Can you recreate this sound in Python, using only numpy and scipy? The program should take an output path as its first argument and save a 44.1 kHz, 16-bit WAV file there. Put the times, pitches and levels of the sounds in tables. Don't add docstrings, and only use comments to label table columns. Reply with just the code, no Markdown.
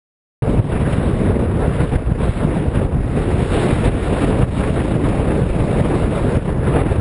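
import sys
import numpy as np
from scipy import signal
from scipy.fft import rfft, irfft
from scipy.io import wavfile
from scipy.ndimage import uniform_filter1d

SR = 44100
rng = np.random.default_rng(int(sys.argv[2]) if len(sys.argv) > 2 else 0)


def gain_from_decibels(decibels):
    exponent = np.asarray(decibels, float) / 20
    return 10 ** exponent


def digitize_waveform(pressure):
    field = np.atleast_2d(pressure).T
    bounded = np.clip(field, -1, 1)
    quanta = np.round(bounded * 32767).astype(np.int16)
    wavfile.write(sys.argv[1], SR, quanta)


N = 308964

LAYER_PITCHES = [
    90,
    400,
    1400,
    3600,
]
# start_s, peak_pressure (-1 to 1), width_ms, gain_change_db (only falls act)
LARGE_EDDIES = [(0.6, 0.89, 2.2, -6), (0.832, 0.38, 2.3, -4), (0.985, -0.58, 1.83, 0),
                (1.137, -0.53, 3, -1.5), (1.368, -0.51, 1, 0), (1.43, -0.39, 1.1, -2),
                (1.541, -0.33, 1.8, 0), (1.681, -0.78, 1.6, -1), (1.835, -0.59, 1.7, -3),
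                (1.96, -0.63, 3.15, -5.5), (2.121, 0.64, 2.4, -4.5), (2.294, -0.62, 3, -0.5),
                (2.451, -0.81, 1.6, -1.5), (2.686, 0.49, 3.3, -5), (2.775, -0.68, 2.2, 0),
                (2.85, -0.56, 2.6, -3.5), (2.959, 0.39, 2, 0), (3.347, 0.56, 2.7, 0),
                (3.429, 0.56, 2.2, -2.5), (3.733, 0.55, 2.6, 0), (3.882, 0.6, 2.1, -2.5),
                (4.436, 0.8, 2.7, -3), (4.706, 0.5, 2.1, -2), (5.198, 0.49, 2.4, 0),
                (5.42, -0.57, 2.4, -4.5), (5.508, -0.37, 5.9, -3), (5.816, 0.61, 2.1, 12),
                (6.048, 0.51, 4.2, -0.5), (6.372, -0.82, 2, -5.5), (6.816, -0.56, 3, -4.5)]


def turbulence(lump_db, shared_db, own_db):
    # pitch_hz, level_db (per Hz)
    wind_colour = [(12, -18), (45, 1), (130, -0.5), (250, -6), (480, -9.5), (800, -19.5), (2000, -29.5),
                   (2800, -33.5), (3100, -37.5), (3750, -38), (4250, -46), (5500, -50), (5800, -62.5),
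                   (6000, -62)]
    swing_db = gusts()
    lumps = drift(9.8)
    flutter = drift(49.0)
    white = rng.standard_normal((2, N))
    out = np.zeros(N)
    edges_hz = np.geomspace(10, 9000, 30)
    for k, (low, high) in enumerate(zip(edges_hz, edges_hz[1:])):
        band_filter = signal.butter(2, [low, high], "band", fs=SR, output="sos")
        band = signal.sosfilt(band_filter, white[k % 2])
        place = np.interp(np.log(low * high) / 2, np.log(LAYER_PITCHES), np.arange(4))
        below = min(int(place), 2)
        gust_db = swing_db[below] + (place - below) * (swing_db[below + 1] - swing_db[below])
        chance_db = lump_db * lumps + shared_db * flutter + own_db * drift(13.6)
        swing_share = np.interp(low, (3600, 4600), [1, 0.6])
        out += band * gain_from_decibels((gust_db + chance_db) * swing_share)
    hz, per_hz_db = np.transpose(wind_colour)
    colour_db = np.interp(np.log(np.fft.rfftfreq(N, 1 / SR) + 1), np.log(hz), per_hz_db)
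    out = irfft(rfft(out) * gain_from_decibels(colour_db), N)
    return out / out.std()


def gusts():
    # time_s, level_db
    wind_speed = [(0.44, -2.1), (0.64, -2.4), (0.92, 0.9), (1.52, -4), (1.84, 0.3), (2.16, -6.5),
                  (2.28, -1.5), (2.8, -1.6), (2.96, -9), (3.6, 8.5), (4.0, -0.7), (4.24, 9.5), (4.36, 0.4),
                  (6.2, 3.5), (6.64, -5.5), (6.76, 3), (6.88, 3.5), (6.99, -6)]
    speed_share = [
        -0.12,
        0.54,
        0.56,
        1.0,
    ]
    # time_s, length_ms, rise_db, pitch_hz (of the eddies they stir)
    puffs = [(0.45, 66, 2.5, 500), (0.5, 110, 2.5, 292), (0.6, 25, 8.5, 170.0), (0.75, 41, 3.6, 830.0),
             (0.92, 89, 3.5, 4000.0), (1.35, 250, 3, 290.0), (1.43, 27, 3, 490.0), (1.64, 68, 5.5, 830.0),
             (1.81, 55, 4.5, 1400.0), (1.96, 17, 5, 2370.0), (2.24, 91, 3.5, 4000.0), (2.44, 23, 6, 490.0),
             (2.76, 39, 6.5, 1400.0), (3.25, 290, 2.7, 4000.0), (3.61, 110, 3, 4000.0), (3.86, 56, 7, 2340),
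             (3.89, 76, 5.5, 100.0), (4.05, 50, 3, 2370.0), (4.43, 30, 7.5, 1400.0), (4.63, 140, 3, 4000.0),
             (4.78, 30, 5.5, 1400.0), (5.07, 170, 0.5, 490.0), (5.36, 210, 3.5, 290.0),
             (5.93, 58, 5, 490.0), (6.36, 41, 1.5, 4000.0), (6.38, 21, 7.5, 100.0), (6.5, 20, 2.5, 1400.0),
             (6.65, 27, 10, 2370.0), (6.78, 140, 5.5, 1200), (6.82, 300, 1.6, 830.0)]
    # time_s, length_ms, fall_db, pitch_hz (of the eddies they calm)
    lulls = [(1.1, 290, -0.5, 5000), (1.18, 67, -1, 4000.0), (1.35, 50, -1, 4000.0),
             (1.48, 30, -4.8, 4000.0), (1.75, 82, -5.8, 290.0), (1.89, 47, -7.5, 490.0),
             (2.05, 50, -7.5, 290.0), (2.09, 33, -6.5, 4000.0), (2.33, 69, -1, 4000),
             (2.36, 85, -7.5, 290.0), (2.66, 37, -3.5, 4000.0), (2.7, 40, -3.5, 1400),
             (3.05, 100, -5, 830.0), (3.15, 80, -1, 300), (3.46, 154, -5.5, 493), (3.77, 66, -5.5, 490.0),
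             (3.95, 56, -2.9, 1400.0), (4.01, 170, -5, 170.0), (4.25, 44, -4, 5000), (4.48, 50, -6, 4000.0),
             (4.51, 85, -8, 490.0), (4.73, 27, -6, 830.0), (4.85, 150, -1.5, 400), (4.98, 68, -7, 2370.0),
             (5.64, 370, -3.5, 1400.0), (6.1, 65, -6, 2370.0), (6.42, 59, -5, 490.0),
             (6.57, 100, -4, 4000.0), (6.78, 130, -4, 5000), (6.85, 25, -5.0, 4000.0)]
    reach_octaves = 2.9
    t = np.arange(0, N, 64) / SR
    swing_db = np.outer(speed_share, np.interp(t, *np.transpose(wind_speed)))
    for s, length_ms, db, hz in puffs + lulls:
        octaves_away = np.log2(np.divide(LAYER_PITCHES, hz))
        reach = np.exp(-np.log(16) * (octaves_away / reach_octaves) ** 2)
        swing_db += db * np.outer(reach, hump(t - s, length_ms))
    for s, pressure, width_ms, duck_db in LARGE_EDDIES:
        swing_db[0] += 1.5 * abs(pressure) * hump(t - s, 42)
    swing_db -= swing_db.mean(axis=1, keepdims=True)
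    return np.array([np.interp(np.arange(N) / SR, t, layer) for layer in swing_db])


def buffets(size, lead, trail, calm):
    out = np.zeros(N)
    room = np.ones(N)
    t = np.arange(-900, 900) / SR
    for s, pressure, width_ms, duck_db in LARGE_EDDIES:
        before, after = (0.62, 0.28) if pressure > 0 else (0.25, 0.43)
        middle = round(s * SR)
        near = slice(middle - 900, middle + 900)
        swing_before = before * hump(t + lead * width_ms / 1000, 1.1 * width_ms)
        swing_after = after * hump(t - trail * width_ms / 1000, 1.76 * width_ms)
        out[near] += size * pressure * (hump(t, width_ms) - (swing_before + swing_after))
        room[near] *= 1 - calm * hump(t, 5.9 * width_ms)
    vent = signal.butter(1, 12, "high", fs=SR, output="sos")
    return signal.sosfilt(vent, out), room


def hump(t, width_ms):
    return np.exp(-np.log(16) * (t * 1000 / width_ms) ** 2)


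def drift(rate):
    r = np.exp(-40 * np.pi * rate / SR)
    noise = rng.standard_normal(N // 20 + 2002)
    slow = signal.lfilter([1], [1, -2 * r, r * r], noise)[2000:]
    return np.interp(np.arange(N) / 20, np.arange(len(slow)), slow / slow.std())


def ducking(demand_db, release_db_per_s, attack_s):
    ramp = release_db_per_s * np.arange(N) / SR
    held = np.maximum(np.maximum.accumulate(demand_db + ramp) - ramp, 0)
    r = np.exp(-1 / (attack_s * SR))
    return -signal.lfilter([1 - r], [1, -r], held)


def scene():
    demand_db = np.zeros(N)
    for s, pressure, width_ms, duck_db in LARGE_EDDIES:
        demand_db[round((s + 0.003) * SR)] = -duck_db
    duck = gain_from_decibels(ducking(demand_db, 46.0, 0.003))
    wind = gain_from_decibels(-15.5) * turbulence(lump_db=0.5, shared_db=1.5, own_db=1.5) * duck
    low_part = signal.sosfiltfilt(signal.butter(2, 300, fs=SR, output="sos"), wind)
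    thumps, room = buffets(size=1.15, lead=1.6, trail=1.7, calm=0.75)
    return (wind - low_part * (1 - room) + thumps)[None]


def thin_treble(x, follow, unsteady_db):
    # pitch_hz, level_db
    faint_limit = [(4600, -24), (5200, -13), (5700, -9), (6300, -4), (6700, -7), (7700, -9), (8200, -14),
                   (9500, -22)]
    # time_s, rise_db
    limit_rise = [(0, 4), (2.2, 4), (3.2, 1.5), (3.6, -3), (4.2, 0), (6.4, 0), (6.7, 4), (7, 3)]
    hz, s, lines = signal.stft(x, SR, nperseg=2048, noverlap=1024)
    power = np.abs(lines) ** 2 + 1e-20
    hiss_db = 10 * np.log10(power[(hz > 4000) & (hz < 8000)].mean(axis=0))
    hiss_db = hiss_db.mean() + follow * (hiss_db - hiss_db.mean())
    group = np.arange(len(hz)) // 7 * 7
    level_db = 10 * np.log10(uniform_filter1d(power, size=7, axis=0))[group]
    luck = uniform_filter1d(rng.standard_normal(lines.shape), size=2, axis=1)[group]
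    floor_db = np.interp(hz, *np.transpose(faint_limit), left=-200, right=-200)[:, None]
    floor_db = floor_db + hiss_db + np.interp(s, *np.transpose(limit_rise)) + unsteady_db * luck
    kept = (hz < 10850) & ((hz < 5830) | (hz > 6260))
    lines = lines * kept[:, None] * (level_db > floor_db)
    return signal.istft(lines, SR, nperseg=2048, noverlap=1024)[1][:N]


def band_limit(x):
    return signal.sosfilt(signal.butter(12, 11520, fs=SR, output="sos"), x)


def record(dry):
    sampling_hz, start_s = 12000, 0.4214
    over_db = 20 * np.log10(np.abs(dry[0]) + 1e-9) + 5.0
    x = dry[0] * gain_from_decibels(0.5 * ducking(over_db, 40.0, 0.004))
    x = 1.3 * np.tanh(x / 1.3)
    hz = np.fft.rfftfreq(N, 1 / SR)
    t = np.arange(N) / SR
    x = irfft(rfft(x) * (hz < sampling_hz / 2), N)
    x = x * (1 + 2 * gain_from_decibels(1.07) * np.cos(2 * np.pi * sampling_hz * t))
    x = irfft(rfft(x) * np.sinc(hz / sampling_hz), N)
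    x = thin_treble(x, follow=0.85, unsteady_db=6.0)
    x = x * np.clip((t - start_s) / 0.0003, 0, 1)
    return band_limit(x[None])


dry = scene()
out = record(dry)
digitize_waveform(out)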